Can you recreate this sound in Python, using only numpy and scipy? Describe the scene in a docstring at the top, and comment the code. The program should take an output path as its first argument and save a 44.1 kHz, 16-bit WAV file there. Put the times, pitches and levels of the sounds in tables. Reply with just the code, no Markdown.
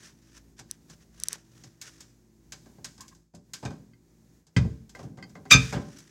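"""A sliding aluminium window is handled in a small room, over the faint hum of an appliance.
First a sleeve rustles by friction, a few sharp ticks sound close by, and fingers click the latch
and knock the loose sash. At 3 s the latch creaks. At 4.6 s the sash bumps home, and the impact
excites the low modes of the pane. At 5.5 s the latch snaps in: its stick-slip chatter drives
the modes of the metal frame. A last knock, rustle and click follow."""
import sys
import numpy as np
from scipy import signal
from scipy.fft import rfft, irfft
from scipy.io import wavfile

SR = 44100
rng = np.random.default_rng(int(sys.argv[2]) if len(sys.argv) > 2 else 0)


def wav_record(signal):
    """Record a signal, one row per channel, as 16-bit PCM in the file named by sys.argv[1]."""
    frames = np.transpose(np.atleast_2d(signal))
    bounded = np.clip(frames, -1, 1)
    # unit amplitude maps onto the largest positive 16-bit level
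    quanta = np.round(bounded * 32767).astype(np.int16)
    wavfile.write(sys.argv[1], SR, quanta)


N = 269010
TIME = np.arange(N) / SR


def snap_force(at_s=5.512, peak_db=7.5, hold_s=0.045):
    """Exponential envelope of the force on the latch: fast attack, sagging hold, release."""
    age = TIME - at_s
    attack_db = 3200 * np.maximum(-age, 0)   # slopes in dB/s
    sag_db = 471 * np.clip(age, 0, hold_s)
    release_db = 1399.5 * np.maximum(age - hold_s, 0)
    return from_db(peak_db - np.minimum(attack_db + sag_db + release_db, 200))


# clustered modes of the hollow frame: f/Hz, level/dB, T60/s
FRAME_MODES = [(1214, -7, .14), (1284, -11, .24), (1553, -16, .12), (1930, -16, .07), (2358, -3, .11),
               (2415, 0, .15), (2476, -1, .18), (2526, -5, .16), (2691, -16, .12), (3575, -5, .12),
               (3689, -2.5, .13), (3742, -7, .18), (4380, -18, .07), (4788, -7, .08), (4960, -12, .17),
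               (5146, -16, .11), (5400, -19, .12), (5975, -9, .1), (6168, -5.5, .11), (6450, -17, .09),
               (7180, -16, .1), (7435, -17, .12)]
# light taps on the frame: t/s, level/dB
TAPS = [(3.537, -50), (3.654, -30.5), (4.566, -24)]
# spectrum of the bare scrape: f/Hz, level/dB
SCRAPE_SPECTRUM = [(500, -56), (1200, -19.5), (2500, 13), (5000, -2), (7500, 7.5), (9500, -11),
                   (13000, -15.5), (16000, -15.5)]

def latch(slips_per_s=2500, spread_db=3, scrape_db=-26, frame_db=-17, detune=0.0088, twin_db=-4):
    """Stick-slip excitation: a burst of uneven slips is heard bare and through the frame's modes."""
    sizes = rng.choice([-1, 1], N) * from_db(spread_db * rng.standard_normal(N))
    slips = rms_one(sizes * (rng.random(N) < slips_per_s / SR))
    force, taps = snap_force(), clicks(TAPS)
    chatter, energy = force * slips, np.sum(force ** 2)
    out = from_db(scrape_db) * force * coloured(slips, SCRAPE_SPECTRUM)
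    for k, (hz, db, t60) in enumerate(FRAME_MODES):
        sign = (-1) ** k   # neighbouring modes swing in antiphase
        twin = ring(chatter, hz * (1 + sign * detune), t60 / 2)   # the held bar is detuned and damped
        mode = rms_one(ring(chatter, hz, t60)) - from_db(twin_db) * rms_one(twin)
        mode *= np.sqrt(energy / np.sum(mode ** 2))   # each mode takes a set share of the energy
        out += sign * from_db(frame_db + db) * (mode + ring(taps, hz, t60))
    return butterworth(out, 4, 950, "high")   # the frame sounds with almost no bass


# the lever strikes its slot: t/s, level/dB, tilt/(dB per octave)
LEVER_CLACKS = [(3.654, -60, -23), (3.934, -61.5, 0), (4.564, -24, -2), (4.950, -44, -13),
                (5.186, -53.5, -19), (5.2256, -44, 1.5), (5.239, -61, 13.5), (5.354, -47, -14.5),
                (5.462, -54.5, -4)]
# modes of the lever: f/Hz, level/dB, T60/s
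LEVER_MODES = [(1190, -12, .05), (1570, -5, .06), (1970, 0, .06), (2110, -1, .09), (2540, -8, .05),
               (3150, -9, .06), (4390, -10, .05), (4620, -7, .05), (4770, -9, .06), (4980, -12, .05),
               (6700, -19, .04)]

def lever(spread_db=2, pivot_hz=1970):
    """Impulse response of the latch lever: hollow clacks, each weighting the modes by its own tilt."""
    out = np.zeros(N)
    for k, (hz, db, t60) in enumerate(LEVER_MODES):
        octaves = np.log2(hz / pivot_hz)
        touches = [(s, level + tilt * octaves + spread_db * rng.standard_normal())
                   for s, level, tilt in LEVER_CLACKS]
        out += (-1) ** k * from_db(db) * ring(clicks(touches), hz, t60)
    return out


# the sash meets the jamb: t/s, level/dB, contact time/s
JAMB_THUDS = [(3.653, -43, 0.0045), (4.567, -12.5, 0.0029), (4.612, -19, 0.0049), (4.656, -26, 0.0023),
              (5.533, -17.5, 0.0027), (5.549, -14, 0.0012), (5.749, -28, .0015)]
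# modes of pane and sash: f/Hz, level/dB, T60/s
PANE_MODES = [(56, -18, 0.45), (68.7, -15, 0.41), (110.1, -8.5, 0.35), (130.1, -4, .35), (138.4, -7, 0.17),
              (176, -7, 0.29), (258.6, -8.5, 0.22), (401, -12.5, 0.12), (447, -23, 0.58)]

def pane():
    """Impact excitation: force pulses of a few milliseconds set the low modes of the glass booming."""
    force = np.zeros(N)
    for s, db, contact_s in JAMB_THUDS:
        push = bump(s, contact_s / 4)
        force += from_db(db) * push / push.sum()
    return sum(from_db(db) * ring(force, hz, t60) for hz, db, t60 in PANE_MODES)


# bright clicks of the latch: t/s, level/dB, tilt/(dB per octave)
LATCH_CLICKS = [(0.5906, -40.5, -1.5), (0.898, -44, -1), (1.6363, -43, -1.5), (1.8134, -32.5, 3.5),
                (2.005, -39, 1.5), (2.5208, -33, 0.5), (2.844, -30, 1), (2.978, -48, -2),
                (3.0066, -37.5, 5), (3.0797, -44, 2), (3.148, -52.5, -1), (3.3477, -46, 1.5),
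                (3.5342, -29, 2), (3.6506, -36.5, -3.5), (4.467, -52, -1.5), (4.565, -29.5, -4.5),
                (4.8932, -45, 0), (5.294, -52, -3), (5.508, -14.5, -1.5), (5.5301, -15, -1),
                (5.9844, -42, 2.5)]
# their base spectrum: f/Hz, level/dB
CLICK_COLOUR = [(140, -39.5), (600, -48.5), (2100, -48.5), (6500, -43.5)]
# dull knocks of the sash in its track: t/s, level/dB, tilt/(dB per octave), T60/s
SASH_KNOCKS = [(0.593, -47, 3, 0.14), (1.3537, -43.5, 5, 0.049), (2.6574, -45, 1.5, 0.12),
               (2.7814, -46.5, 0, 0.14), (3.337, -46.5, -0.5, 0.19), (3.6272, -35, 0.5, 0.25),
               (3.6511, -31, -0.5, 0.16), (3.7044, -40.5, 1.5, 0.23), (4.642, -37, -5.5, 0.18),
               (4.9486, -41.5, 3, 0.2), (4.9914, -36, 1, 0.13), (5.0274, -41.5, -3.5, 0.29),
               (5.1724, -43.5, 1.5, 0.29), (5.225, -42.5, 2.5, 0.13), (5.3518, -39.5, 0.5, 0.2),
               (5.4528, -39.5, 1, 0.12), (5.725, -26.5, 2, 0.28), (5.7624, -26.5, -2.5, 0.091)]
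# their base spectrum: f/Hz, level/dB
KNOCK_COLOUR = [(140, -26.5), (600, -32.5), (2100, -53), (6500, -61.5)]

def handling(click_t60_s=0.15):
    """Broadband transients: fingers click the latch and knock the loose sash about."""
    click_rows = [(s, db, tilt, click_t60_s) for s, db, tilt in LATCH_CLICKS]
    bright = contacts(click_rows, CLICK_COLOUR, pivot_hz=6000, rise_s=0.0022)
    dull = contacts(SASH_KNOCKS, KNOCK_COLOUR, pivot_hz=600, rise_s=0.0024)
    return bright + dull


# response common to clicks and knocks: f/Hz, gain/dB
CONTACT_RESPONSE = [(45, -27), (70, -4), (160, 3), (300, -5), (480, -6), (720, -3), (1000, -2.5),
                    (1700, -2.5), (3000, -2), (4700, 0.5), (7000, 0.5), (9000, -11.5), (12000, -15),
                    (16000, -25.5)]
# low modes last longer: f/Hz, factor on T60 and rise time
TIME_STRETCH = [(60, 1.4), (200, 2.9), (600, 1.31), (2000, 0.87), (12000, 0.49)]

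def contacts(rows, spectrum, pivot_hz, rise_s, room_db=-19.5, room_t60_s=0.56, light_touch_db=-39.5):
    """High modal density: a contact decays as noise in third-octave bands, and the room rings on."""
    edges = np.geomspace(45, 17000, 26)
    white, out, age = rng.standard_normal((2, N)), np.zeros(N), TIME[:SR // 2]
    room_tail = from_db(room_db) * decay(age, room_t60_s)
    for k, (low, high) in enumerate(zip(edges, edges[1:])):
        hz, power = np.sqrt(low * high), np.zeros(N + SR)
        stretch = at_hz(TIME_STRETCH, hz)
        swell = np.minimum(age / (rise_s * stretch), 1)
        # harder contacts favour the aluminium's middle range
        mid_boost = 0.4262 * np.exp(-(np.log2(hz / 2100) / 1.11) ** 2)
        for s, db, tilt, t60 in rows:
            level = db + at_hz(spectrum, hz) + tilt * np.log2(hz / pivot_hz)
            level += mid_boost * (db - light_touch_db)
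            falling_power = decay(age, t60 * stretch) ** 2 + room_tail ** 2
            start = int(s * SR)
            power[start:start + len(age)] += (from_db(level) * swell) ** 2 * falling_power
        band = rms_one(butterworth(white[k % 2], 3, [low, high], "band"))
        out += band * np.sqrt(power[:N] * (high - low)) * from_db(at_hz(CONTACT_RESPONSE, hz))
    return out


# hollow resonances of the sash: f/Hz, bandwidth/Hz, gain/dB
SASH_RESONANCES = [(269.7, 17, -2.5), (416, 25, -2), (580, 8.2, 5.5), (776, 40, -1), (1043, 44, -0.5),
                   (1580, 110, 4.5), (2230, 27, 0), (3350, 36, -13), (5050, 350, -3), (6720, 1300, -3)]

def sash(x):
    """Forced vibration: the sash passes a contact on and adds its own resonances."""
    return x + sum(from_db(db) * resonance(x, hz, width) for hz, width, db in SASH_RESONANCES)


# sharp ticks close by: t/s, level/dB
CLOSE_TICKS = [(0.7122, -16.5), (1.2006, -27.5), (1.2362, -11), (1.285, -10), (1.330, -15.5)]
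# their modes: f/Hz, level/dB, T60/s
TICK_RESONANCES = [(8720, 4.5, 0.00086), (6100, -7.5, 0.0047), (12500, -24, 0.0016), (3950, -52, 0.012)]

def ticks(rebound_db=-9):
    """Heavy damping: tiny dry snaps die in milliseconds, each rebounding once after 0.5 ms."""
    snaps = clicks(CLOSE_TICKS)
    snaps = snaps + from_db(rebound_db) * np.roll(snaps, SR // 2000)
    ringing = sum(from_db(db) * ring(snaps, hz, t60) for hz, db, t60 in TICK_RESONANCES)
    return butterworth(ringing, 2, [3800, 12000], "band")


# strokes of sleeve and hand: t/s, level/dB, half length/s
SLEEVE_STROKES = [(0.048, -50, 0.049), (0.287, -65.5, 0.11), (0.365, -58, 0.029), (0.597, -52, 0.019),
                  (0.723, -61.5, 0.034), (0.918, -56, 0.024), (1.024, -61.5, 0.016), (1.28, -52.5, 0.098),
                  (1.335, -43, 0.016), (1.61, -64.5, 0.12), (1.863, -49.5, 0.036), (1.97, -63, 0.13),
                  (5.02, -62, 0.065), (5.65, -46, 0.1), (5.949, -57, 0.14)]
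# their spectrum: f/Hz, level/dB
SLEEVE_SPECTRUM = [(240, -42), (400, -1.5), (852, -13), (979, -5.5), (1140, -3.5), (1820, 2.5),
                   (2050, -3.5), (3750, -4), (4240, -6), (5780, 2.5), (16000, -27.5)]
# creaks of the latch: t/s, level/dB, half length/s
CREAK_STROKES = [(3.03, -54.5, 0.034), (3.127, -59, 0.013)]

def rubbing(grain_db=3.5, overtone_db=-11):
    """Friction noise: broadband from cloth and skin, narrowed by two resonances in the creaking latch."""
    grains = rng.standard_normal(N) * from_db(grain_db * drift(190))
    sleeve = strokes(SLEEVE_STROKES) * coloured(grains, SLEEVE_SPECTRUM)
    creak = resonance(grains, hz=1065, width_hz=60)
    creak += from_db(overtone_db) * resonance(grains, hz=1600, width_hz=120)
    return sleeve + strokes(CREAK_STROKES) * rms_one(creak)


def room(x, level_db=-15, t60_s=0.3, delay_s=0.003):
    """Reverberation: dense reflections from the window recess and the walls decay exponentially."""
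    age = TIME[:SR]
    echoes = rng.standard_normal(SR) * decay(age, t60_s) * (age > delay_s)
    echoes /= np.sqrt(np.sum(echoes ** 2))
    return x + from_db(level_db) * signal.fftconvolve(x, echoes)[:N]


# motor and mains lines of the appliance: f/Hz, level/dB
HUM_LINES = [(55, -64.5), (120, -68.5), (165, -68), (220, -69), (275, -73), (330, -71), (360, -79),
             (395, -80.5)]
# spectrum of the room noise: f/Hz, level/dB
AIR_SPECTRUM = [(18, -32.5), (30, 5), (86, -5), (133, -2.5), (229, -5.5), (345, -10.5), (691, -21),
                (991, -22.5), (1160, -27), (1790, -25.5), (3070, -32), (6640, -24), (9040, -32.5),
                (14000, -34)]
# the background dips briefly twice: t/s, half length/s
LEVEL_DIPS = [(3.329, 0.11), (4.48, 0.077)]

def background(waver_db=3.5, wander_rad=0.16, air_db=-63, dip_db=-13.5):
    """Line spectrum over a noise floor: the hum wavers in amplitude and phase above soft room noise."""
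    hum = np.zeros(N)
    for hz, db in HUM_LINES:
        phase = 2 * np.pi * (hz * TIME + rng.random()) + wander_rad * drift(4.5)
        hum += np.sqrt(2) * from_db(db + waver_db * drift(7.6)) * np.sin(phase)
    air = from_db(air_db + 2 * drift(10)) * coloured(rng.standard_normal(N), AIR_SPECTRUM)
    dips = sum(bump(s, half_s) for s, half_s in LEVEL_DIPS)
    return (hum + air) * from_db(dip_db * dips)


def ring(force, hz, t60):
    """Damped oscillator: a unit impulse starts a decaying sine of amplitude 1."""
    r, w = from_db(-60 / (t60 * SR)), 2 * np.pi * hz / SR
    return signal.lfilter([0, np.sin(w)], [1, -2 * r * np.cos(w), r * r], force + 1e-18)


def resonance(x, hz, width_hz):
    """Second-order resonator with gain 1 at its centre."""
    r, w = np.exp(-np.pi * width_hz / SR), 2 * np.pi * hz / SR
    numerator = (1 - r * r) / 2 * np.array([1, 0, -1])
    return signal.lfilter(numerator, [1, -2 * r * np.cos(w), r * r], x + 1e-18)


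def butterworth(x, order, hz, kind):
    """Maximally flat filter."""
    return signal.sosfilt(signal.butter(order, hz, kind, fs=SR, output="sos"), x)


def coloured(x, spectrum):
    """Spectral shaping by an (f/Hz, level/dB) table, at unit rms."""
    hz = np.maximum(np.fft.rfftfreq(N, 1 / SR), 1)
    return rms_one(irfft(rfft(x) * from_db(at_hz(spectrum, hz)), N))


def at_hz(points, hz):
    """Interpolation on a log-frequency axis."""
    freqs, values = np.transpose(points)
    return np.interp(np.log(hz), np.log(freqs), values)


def clicks(rows):
    """Impulse train from (t/s, level/dB) rows."""
    out = np.zeros(N)
    for s, db in rows:
        out[int(s * SR)] += from_db(db)
    return out


def strokes(rows):
    """Envelope of Gaussian swells from (t/s, level/dB, half length/s) rows."""
    return sum(from_db(db) * bump(s, half_s) for s, db, half_s in rows)


def bump(s, half_s):
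    """Gaussian pulse of height 1."""
    return np.exp(-np.minimum(((TIME - s) / half_s) ** 2, 40))


def decay(age, t60):
    """Exponential decay of 60 dB in t60."""
    return np.exp(-np.log(1000) * age / t60)


def drift(knots_per_s):
    """Random modulation with a spread near 1."""
    knots = rng.standard_normal(2000)
    return np.interp(TIME * knots_per_s, np.arange(len(knots)), knots)


def from_db(db):
    """Level to amplitude ratio."""
    return 10 ** (np.asarray(db) / 20)


def rms_one(x):
    """Normalisation to unit rms."""
    return x / np.sqrt(np.mean(x ** 2) + 1e-20)


def scene():
    """Superposition of all sources at one microphone."""
    window = sash(handling()) + pane() + room(latch() + lever())
    return (window + ticks() + rubbing() + background())[None]


def record(dry, low_cut_hz=55, ceiling=0.93, high_cut_hz=16000):
    """Band limiting and soft saturation: deep bass is dropped, peaks are rounded, the top is cut."""
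    thin = butterworth(dry, 6, low_cut_hz, "high")
    rounded = thin / (1 + (thin / ceiling) ** 4) ** .25
    return signal.sosfilt(signal.ellip(10, .1, 80, high_cut_hz, fs=SR, output="sos"), rounded)


dry = scene()
out = record(dry)
wav_record(out)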